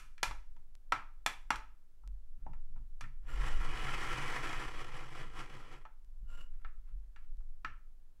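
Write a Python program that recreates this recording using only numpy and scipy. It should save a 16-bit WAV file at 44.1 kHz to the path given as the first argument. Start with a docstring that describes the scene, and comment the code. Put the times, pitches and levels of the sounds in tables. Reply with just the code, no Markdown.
"""The winding of a small plastic battery bobbin winder whirrs up and runs down on a cutting mat in a quiet room:
dense friction contacts excite resonances, and the thread spool rubs harder once in every turn.
Before it, the button is pressed and let go twice and fingers knock on the case, ringing its modes and the room.
Afterwards the spool creeps on once more and a few taps follow. Filtered noise gives the handling rumble,
soft thuds, brushing and still air; a wavering low tone booms in the table at each shove."""
import sys
import numpy as np
from scipy import signal
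from scipy.fft import rfft, irfft, next_fast_len
from scipy.io import wavfile
from scipy.ndimage import uniform_filter1d

SR = 44100
rng = np.random.default_rng(int(sys.argv[2]) if len(sys.argv) > 2 else 0)


def master(y):
    """Save y as 16-bit WAV."""
    cut = np.clip(np.atleast_2d(y).T, -1, 1)
    pcm = np.round(cut * 32767)  # scale
    wavfile.write(sys.argv[1], SR, pcm.astype(np.int16))


N = 361619
TIME = np.arange(N) / SR   # seconds

# rubbing of the winding as it runs up and down, before unevenness and surges: time_s, level_db
RUN_LEVEL = [(3.22, -89), (3.28, -59.5), (3.38, -51), (3.46, -46), (3.6, -49.5), (3.66, -47.5),
             (3.97, -42.5), (4.4, -41.5), (4.66, -44.5), (4.74, -50.5), (5.22, -52), (5.32, -60),
             (5.4, -47.5), (5.48, -55), (5.65, -60.5), (5.75, -58), (5.84, -72.5)]
# broad spectrum of the rubbing: frequency_hz, level_db
RUN_COLOUR = [(53, -14), (90, 3), (133, 0), (237, -13), (288, -7), (373, -13), (515, -4.5), (599, -4.5),
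              (1050, 0.5), (1550, -6.5), (1840, -1.5), (3290, -10.5), (3740, -21.5), (8480, -36),
              (15500, -53)]
# resonances that the rubbing excites: centre_hz, width_hz, boost_db
RUN_RESONANCES = [(126, 35, 8.5), (308, 130, 4), (509, 37, 3), (643, 155, -8.5), (1354, 110, 9),
                  (1590, 78, 3.5), (1680, 12, 10), (2490, 104, 7), (426, 71, 2.5), (3180, 180, -3.5),
                  (3530, 100, -6.5), (5470, 190, 2.5), (7830, 480, 3.5), (10570, 960, 5.5)]
# the hollow of the case colours the drone: frequency_hz, level_db
DRONE_COLOUR = [(100, -2.5), (165, -2), (240, 1), (380, 2.5), (560, 0)]
FULL_RUB_DB = -41.5   # rubbing level at full speed
DRONE_DB, DRONE_FOLLOWS = -48, 0.75   # case drone at full speed; share of the rubbing's swing in dB
HISS_DB, HISS_FOLLOWS = -51.5, 1      # the same for the hiss of the contacts
DRONE_LOW_HZ = 113   # the small case radiates little below this


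def whirr(rattle_db=2.5, lurch_db=0.5, wander_db=1.5, bright_db=0.25, bright_hz=2100, drone_throb=0.82):
    """Friction excitation: uneven spool contacts drive resonances, with a case drone below and hiss above."""
    s, db = np.transpose(RUN_LEVEL)
    surge_db, speed = spool()
    uneven = from_db(rattle_db * drift(per_s=130) + lurch_db * drift(per_s=35))
    contacts = []
    for _ in range(2):
        rubbed = rubbing(per_s=3500, size_db=1.5) * uneven
        contacts.append(coloured(room(rubbed, wet_db=-5.0), RUN_COLOUR, RUN_RESONANCES))

    # the contact point wanders, so parts of the case take turns; faster rubbing is brighter
    faster = speed - np.median(speed)
    edges = np.geomspace(650, 3700, 9)   # Hz
    middle = 0
    for k, (low_hz, high_hz) in enumerate(zip(edges, edges[1:])):
        nearness = np.exp(-10 * np.log(np.sqrt(low_hz * high_hz) / bright_hz) ** 2)
        lift_db = bright_db * faster * nearness
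        part = band(contacts[k % 2], (low_hz, high_hz), order=2)
        middle = middle + part * from_db(lift_db + wander_db * drift(per_s=26))
    middle = rms_one(middle) * level(s, db)

    hiss_db = HISS_DB + HISS_FOLLOWS * (db - FULL_RUB_DB)
    hiss = rms_one(band(contacts[0], 4950, "high")) * level(s, hiss_db)
    drone_db = DRONE_DB + DRONE_FOLLOWS * (db - FULL_RUB_DB)
    drone = coloured(band(contacts[1], (DRONE_LOW_HZ, 650)), DRONE_COLOUR) * level(s, drone_db)
    return (middle + hiss) * from_db(surge_db) + drone * from_db(drone_throb * surge_db)


# speed of the thread spool: time_s, speed_turns_per_s
SPOOL_SPEED = [(3.3, 6.4), (3.55, 5.6), (3.68, 8.2), (3.93, 12), (4.45, 11.9), (4.62, 9.2), (4.69, 5.5),
               (4.9, 6.1), (5.08, 4.1), (5.7, 6.5)]
BEARS_AT_S = 3.856   # one of the moments when the spool bears hardest on its pin
SURGE_DB, SURGE_SPREAD_DB = 2, 0.35   # swing of rubbing in a turn at full speed; its random variation
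SURGE_DB_PER_LOST_TURN = 0.3   # the swing deepens as the spool slows, per turn a second


def spool():
    """Rotational modulation: the bearing force peaks once a turn; gives swing in dB and turns per second."""
    speed = np.interp(TIME, *np.transpose(SPOOL_SPEED))
    turns = np.cumsum(speed) / SR
    turns_from_peak = turns - np.interp(BEARS_AT_S, TIME, turns)
    bearing = np.cos(np.pi * turns_from_peak) ** 4
    lost_turns = speed.max() - speed
    depth_db = SURGE_DB + SURGE_DB_PER_LOST_TURN * lost_turns + SURGE_SPREAD_DB * drift(per_s=8)
    return depth_db * (bearing - 0.5), speed


def rubbing(per_s, size_db):
    """Friction as shot noise: dense tiny contacts at random moments, of uneven size and either sign."""
    sizes = from_db(size_db * np.minimum(rng.exponential(1, N), 5))
    signs = rng.choice([-1, 1], N)
    return sizes * signs * (rng.random(N) < per_s / SR)


# the spool creeps, as it starts and once more later: start_s, length_s, level_db
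CREEPS = [(3.292, 0.054, -56), (3.4, .19, -58), (6.305, 0.071, -62.5), (6.378, 0.037, -59.5)]
# broad spectrum of the scrape: frequency_hz, level_db
TURN_COLOUR = [(65, -38), (110, -6.5), (327, -16.5), (558, -12), (809, -17.5), (1380, -12), (2220, -21),
               (2890, -21.5), (3560, -25.5), (7450, -31), (15000, -38)]
# resonances that the scrape excites: centre_hz, width_hz, boost_db
TURN_RESONANCES = [(524, 100, 2), (1020, 86, 7), (1398, 50, 18.5), (2770, 220, 10.5), (2917, 100, 15),
                   (5740, 400, 4), (7470, 320, 16), (10900, 700, 7)]


def slow_turn(catch_db=2.5):
    """Slow friction: creeping round, the spool catches on its pin and scrapes a few resonances."""
    contacts = rubbing(per_s=4100, size_db=-2.0) * from_db(catch_db * drift(per_s=200))
    scrape = coloured(contacts, TURN_COLOUR, TURN_RESONANCES)
    return scrape * swells(CREEPS, rise_db_per_s=598, fall_db_per_s=316)


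# button snaps and finger taps on the case, before the common trim of blows():
# start_s, strength_db, body_db (hollow body), ring_db (main ring), brightness_db_per_octave
BLOWS = [(-0.1, -38, -4, 7, 2.5), (0.18, -62.5, -18, -6, -5), (0.2304, -36.5, 1.5, -0.5, -0.1),
         (0.311, -55, 6.5, 5.5, -5), (0.5645, -78, 11, 0, -4), (0.922, -36.5, 3, 9, -6),
         (1.2623, -36.5, 0, -0.5, -0.7), (1.5049, -36.5, 4.5, 7, -4.5), (1.558, -55, -9, 9, -0.5),
         (2.036, -90.5, 18.5, 18, -3.5), (2.464, -72.5, 24.5, 5, -11.5), (2.5342, -70, 8, 3.5, -7),
         (2.7617, -82, 16, 9.5, -8), (2.779, -85.5, 8, 9, -5.5), (3.0094, -55.5, -2.5, 5, -1),
         (3.0393, -54.5, -16, -4.5, -16.5), (5.8524, -63, 8, 7.5, -10), (6.6475, -56.5, -6, 5.5, -14),
         (7.1615, -63, -7, -1, -8), (7.407, -87, 8, 7, -4.5), (7.647, -44, -11.5, 5.5, -10.5)]


def blows(trim_db=-1.0):
    """Superposition of impacts: snaps and taps on one time line, the first already dying away at the start."""
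    out = np.zeros(N + 2 * SR)   # one spare second at each end
    for s, *touch in BLOWS:
        band_db = registers(*touch)
        add(out, blow(band_db), s + 1)
        add(out, spring(band_db[-2]), s + 1)
    return from_db(trim_db) * out[SR:SR + N]


# registers in which a blow is weighted: low_hz, high_hz
BLOW_BANDS = [(170, 650), (650, 1100), (1100, 1550), (1550, 2150), (2150, 3300), (3300, 7000),
              (7000, 16000)]
BASS_DB, UPPER_RING_DB, TOP_DB = -12.5, 0.4, -4.5   # bass, upper ring and top of a plain blow


def registers(strength_db, body_db, ring_db, db_per_octave):
    """Contact hardness: a full-bodied blow reaches the bass, a harder contact is brighter; dB per register."""
    centres = np.sqrt(np.prod(BLOW_BANDS, axis=1))
    octaves_up = np.maximum(np.log2(centres / centres[3]), 0)
    bass_db = BASS_DB + max(body_db, 0)
    spot_db = np.array([bass_db, body_db, ring_db, 0, UPPER_RING_DB, 0, TOP_DB])
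    return strength_db + spot_db + db_per_octave * octaves_up


# modes of the hollow plastic case: frequency_hz, level_db, t60_s
CASE_MODES = [(277, -17.5, 0.11), (496, -31, 0.066), (773, -11.5, 0.046), (873.4, -5.5, 0.058),
              (952, -0.5, 0.039), (1028, -6, 0.017), (1224, -12, 0.059), (1308, -0.5, 0.071),
              (1356, -4, 0.056), (1702, -3.5, 0.084), (1805, -5.5, 0.062), (2010, -11, 0.048),
              (2327, -3, 0.056), (2806, -9.5, 0.091), (3310, -15, 0.048), (3450, -6, 0.049),
              (4020, -15, 0.034), (4200, -14.5, 0.037), (4620, -13, .04), (5646, -6, 0.041),
              (5660, -14, .03), (7420, -10.5, 0.054), (8150, -19, .025), (9880, -17, .02),
              (12100, -25, 0.013)]
# the crowd of weak, short modes between them: frequency_hz, level_db
CRACK_COLOUR = [(150, -16), (300, -8.5), (490, -18), (900, -2.5), (1400, -1.5), (2400, -1), (3500, -10),
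                (6000, -11), (10000, -17.5), (13000, -25), (16000, -43.5)]
# reverberation of the room: frequency_hz, t60_s
ROOM_T60 = [(150, 0.33), (500, 0.28), (1300, 0.27), (3000, 0.3), (7000, 0.17), (14000, 0.25)]


def blow(band_db, crack_db=1.5, crack_t60=0.025, spread_db=4.0, room_db=-6.5, room_ring_db=-3.0,
         gap_s=0.004, late_db=-11.5, late_t60=0.42):
    """Modal synthesis: an impact rings the case, then the room; the contact sets each register's weight."""
    t = np.arange(20480) / SR
    attack = round(0.015 * SR)
    hz, db, t60 = np.transpose(CASE_MODES)[:, :, None]
    strength = from_db(db + spread_db * rng.standard_normal(db.shape))
    short = t[:SR // 10]
    # the modes start roughly in step, which makes the front edge sharp
    lag = 1.3 * rng.standard_normal(db.shape)   # radians
    modes = strength * np.cos(2 * np.pi * hz * short - lag) * from_db(-60 * short / t60)
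    ring = np.sum(modes, axis=0)
    crack = from_db(-60 * t / crack_t60) * coloured(rng.standard_normal(len(t)), CRACK_COLOUR)
    direct = np.pad(ring / np.std(ring[:attack]), (0, len(t) - len(ring)))
    direct = direct + from_db(crack_db) * crack / np.std(crack[:attack])

    # the reflections carry the colour of both ring and crack, with scrambled phase
    noise = rng.standard_normal(len(t) + len(ring) - 1)
    scrambled = rms_one(signal.fftconvolve(noise, ring, "valid"))
    diffuse = from_db(room_ring_db) * scrambled + coloured(rng.standard_normal(len(t)), CRACK_COLOUR)
    diffuse_spectrum = rfft(diffuse)
    bin_hz = np.arange(len(t) // 2 + 1) * SR / len(t)
    # silent for one gap, then rising to full over another
    arrival = from_db(room_db) * np.clip(t / gap_s - 1, 0, 1)
    tail, touch = 0, []
    for (low, high), register_db in zip(BLOW_BANDS, band_db):
        centre = np.sqrt(low * high)
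        own = np.std(band(direct[:attack], (low, high)))
        early = from_db(-60 * t / at_hz(ROOM_T60, centre))
        late = from_db(late_db - 60 * t / late_t60)
        inside = np.abs(bin_hz - (low + high) / 2) < (high - low) / 2
        reflected = rms_one(irfft(diffuse_spectrum * inside))
        tail = tail + own * reflected * arrival * np.hypot(early, late)
        touch.append((centre, register_db - 20 * np.log10(own)))
    return shade(band(direct, 100, "high", order=2) + tail, touch)


# modes of the switch spring: frequency_hz, level_db (relative to the blow's treble), t60_s
SPRING_MODES = [(2210, -3.5, 0.057), (2430, 1.5, 0.11), (2410, -15, 0.32), (4020, -16.5, .19),
                (4300, -17.5, 0.12), (4600, -13.5, 0.06), (5870, -6, 0.052)]


def spring(treble_db, spread_db=2.5):
    """Modal decay: narrow spring modes, some outlasting the case, ring as loudly as the blow's treble drives."""
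    t = np.arange(SR // 3) / SR
    hz, db, t60 = np.transpose(SPRING_MODES)[:, :, None]
    strength = treble_db + db + spread_db * rng.standard_normal(db.shape)
    return np.sum(from_db(strength - 60 * t / t60) * np.sin(2 * np.pi * hz * t), axis=0)


# tiny dry ticks: start_s, impulse_db (peak before the low-pass)
TICKS = [(0.753, -34.5), (2.0763, -34.5), (3.401, -38), (6.047, -49), (7.371, -52)]


def ticks():
    """Impulse excitation: single sharp ticks, low-passed, with no resonant ring."""
    out = np.zeros(N)
    for s, db in TICKS:
        out[round(s * SR)] = from_db(db)
    return band(out, 7200, "low", order=2)


# fingertips land softly on the case, before the trim: start_s, level_db
THUDS = [(0.0, -73), (0.234, -54), (0.555, -70), (0.927, -55), (1.268, -66), (1.508, -56.5), (2.045, -66),
         (2.375, -62), (2.468, -53.5), (2.705, -62.5), (2.765, -58.5), (3.019, -54), (3.225, -66),
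         (3.325, -58), (3.67, -54), (5.22, -54), (5.55, -57.5), (6.23, -64.5), (6.39, -65), (6.909, -67),
         (7.65, -61)]
# spectrum of a soft landing: frequency_hz, level_db
THUD_COLOUR = [(55, -8), (80, -5.5), (105, -6.5), (130, 2), (170, -13), (260, -17), (400, -38.5),
               (700, -70)]


def thuds(trim_db=-1.0, hold_s=0.038):
    """Soft impact: a yielding fingertip excites mainly low frequencies, as short swells of dull noise."""
    rows = [(s, hold_s, db + trim_db) for s, db in THUDS]
    landing = swells(rows, rise_db_per_s=1499, fall_db_per_s=206.5)
    return coloured(rng.standard_normal(N), THUD_COLOUR) * landing


# fingers brush the case: start_s, level_db
BRUSHES = [(2.42, -83), (6.53, -76), (6.615, -77.5), (6.89, -76), (7.04, -83.5), (7.23, -75)]


def brush(hold_s=0.005):
    """Light friction: sparse skin contacts excite the crowd of case modes."""
    rows = [(s, hold_s, db) for s, db in BRUSHES]
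    stroking = swells(rows, rise_db_per_s=322, fall_db_per_s=260)
    peaks = [(1355, 86, 13.5), (5917, 6000, -16)]   # centre_hz, width_hz, boost_db
    return coloured(rubbing(per_s=670, size_db=2.0), CRACK_COLOUR, peaks) * stroking


# the hand shoves the case and the table booms: start_s, length_s, level_db
SHOVES = [(0.28, 0.03, -39), (1.54, 0.069, -48), (2.06, 0.065, -39), (3.36, 0.025, -30), (3.58, .05, -37),
          (6.24, 0.045, -43.5), (6.92, 0.053, -38.5)]
TABLE_HZ, TABLE_WANDER = 40.7, 1.2   # pitch of the boom; its unsteadiness in radians


def table():
    """Low structural resonance: a shove sets the table top swinging for a few cycles."""
    swing = np.sin(2 * np.pi * TABLE_HZ * TIME + TABLE_WANDER * drift(per_s=17))
    shoves = swells(SHOVES, rise_db_per_s=398, fall_db_per_s=155)
    return band(swing * shoves, 60, "low")


# deep rumble of handling, before the trim: time_s, level_db
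HANDLING_LEVEL = [(0.0, -52), (0.45, -44), (0.7, -50), (1.55, -50), (1.9, -56), (2.55, -39), (3.15, -44.5),
                  (3.55, -31), (3.95, -39), (5.25, -43), (5.95, -52.5), (6.35, -41.5), (6.75, -42),
                  (7.12, -52.5), (7.33, -39), (7.7, -47.5), (8.2, -56.5)]
# spectrum of the rumble: frequency_hz, level_db
RUMBLE_COLOUR = [(6, -16.5), (11, 15.5), (20, 3.5), (30, -8.5), (44, -6.5), (54, -22), (65, -23.5),
                 (90, -39.5), (200, -90)]


def rumble(trim_db=4.5):
    """Low-frequency noise: moving hands give a deep rumble whose own fluctuations are evened out."""
    sway = coloured(rng.standard_normal(N), RUMBLE_COLOUR)
    power = uniform_filter1d(sway ** 2, SR // 6)
    sway = band(sway / np.sqrt(power + 0.09), 100, "low")
    return from_db(trim_db) * sway * level(*np.transpose(HANDLING_LEVEL))


# spectrum of the still air: frequency_hz, level_db
AIR_COLOUR = [(59, -28), (100, -4.5), (188, -11), (438, -17.5), (898, -21.5), (1340, -23.5), (1490, -23.5),
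              (2270, -28.5), (15500, -33.5)]


def air(level_db=-79.5):
    """Stationary random noise: the still air of the room as a steady, coloured background."""
    return from_db(level_db) * coloured(rng.standard_normal(N), AIR_COLOUR)


def room(x, wet_db, t60=0.42):
    """Reverberation: exponentially decaying diffuse reflections thicken a continuous sound."""
    t = np.arange(SR // 3) / SR
    tail = rng.standard_normal(len(t)) * from_db(-60 * t / t60)
    tail = tail / np.sqrt(np.sum(tail ** 2))
    return x + from_db(wet_db) * signal.fftconvolve(x, tail)[:len(x)]


def coloured(x, spectrum, peaks=()):
    """Source-filter principle: give a steady sound a broad spectrum and resonant peaks; rms 1."""
    size = next_fast_len(len(x))
    hz = np.arange(size // 2 + 1) * SR / size
    db = at_hz(spectrum, hz)
    for centre, width, boost in peaks:
        db = db + boost / (1 + (2 * (hz - centre) / width) ** 2)
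    return rms_one(irfft(rfft(x, size) * from_db(db), size)[:len(x)])


def shade(x, spectrum):
    """Minimum-phase filtering: nothing sounds early and the front edge stays sharp."""
    size = next_fast_len(2 * len(x), True) // 2 * 2
    hz = np.arange(size // 2 + 1) * SR / size
    cepstrum = irfft(np.log(from_db(at_hz(spectrum, hz))))
    # folding the cepstrum onto positive time makes the filter causal
    cepstrum[1:size // 2] *= 2
    cepstrum[size // 2 + 1:] = 0
    return irfft(rfft(x, size) * np.exp(rfft(cepstrum)))[:len(x)]


def band(x, hz, kind="band", order=3):
    """Causal filtering: a Butterworth band-, low- or high-pass."""
    return signal.sosfilt(signal.butter(order, hz, kind, fs=SR, output="sos"), x)


def drift(per_s):
    """Random modulation: straight lines between normal random knots of spread 1."""
    knots = rng.standard_normal(N // 40)
    return np.interp(TIME * per_s, np.arange(len(knots)), knots)


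def level(s, db, fade_db_per_s=300):
    """Amplitude envelope: gain in time from a dB curve, dying away outside it."""
    outside = np.abs(TIME - np.clip(TIME, s[0], s[-1]))
    return from_db(np.interp(TIME, s, db) - np.minimum(fade_db_per_s * outside, 120))


def swells(rows, rise_db_per_s, fall_db_per_s):
    """Exponential envelope: each (start_s, length_s, level_db) rises, holds and dies away; the loudest wins."""
    curves = []
    for s, length, top in rows:
        rise = rise_db_per_s * np.maximum(s - TIME, 0)
        fall = fall_db_per_s * np.maximum(TIME - s - length, 0)
        curves.append(top - rise - fall)
    return from_db(np.maximum(np.max(curves, axis=0), -160))


def at_hz(points, hz):
    """Logarithmic pitch scale: read a table on a log-frequency axis."""
    f, value = np.transpose(points)
    return np.interp(np.log(np.maximum(hz, 1)), np.log(f), value)


def from_db(db):
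    """Decibel scale: 20 dB is a factor of ten in amplitude."""
    return 10 ** (np.asarray(db) / 20)


def rms_one(x):
    """Effective value: scale to unit rms."""
    return x / np.sqrt(np.mean(x ** 2) + 1e-20)


def add(out, sound, s):
    """Superposition: mix a sound in at a given time."""
    start = round(s * SR)
    out[start:start + len(sound)] += sound


def scene():
    """Linear superposition of the winder, the hands, the table and the still air of the room."""
    winder = whirr() + slow_turn()
    hands = blows() + ticks() + thuds() + brush() + rumble()
    return (winder + hands + table() + air())[None]


def record(dry):
    """Band limitation: a steep elliptic low-pass at 15750 Hz cuts the top."""
    return signal.sosfilt(signal.ellip(10, 0.1, 70, 15750, fs=SR, output="sos"), dry)


dry = scene()
out = record(dry)
master(out)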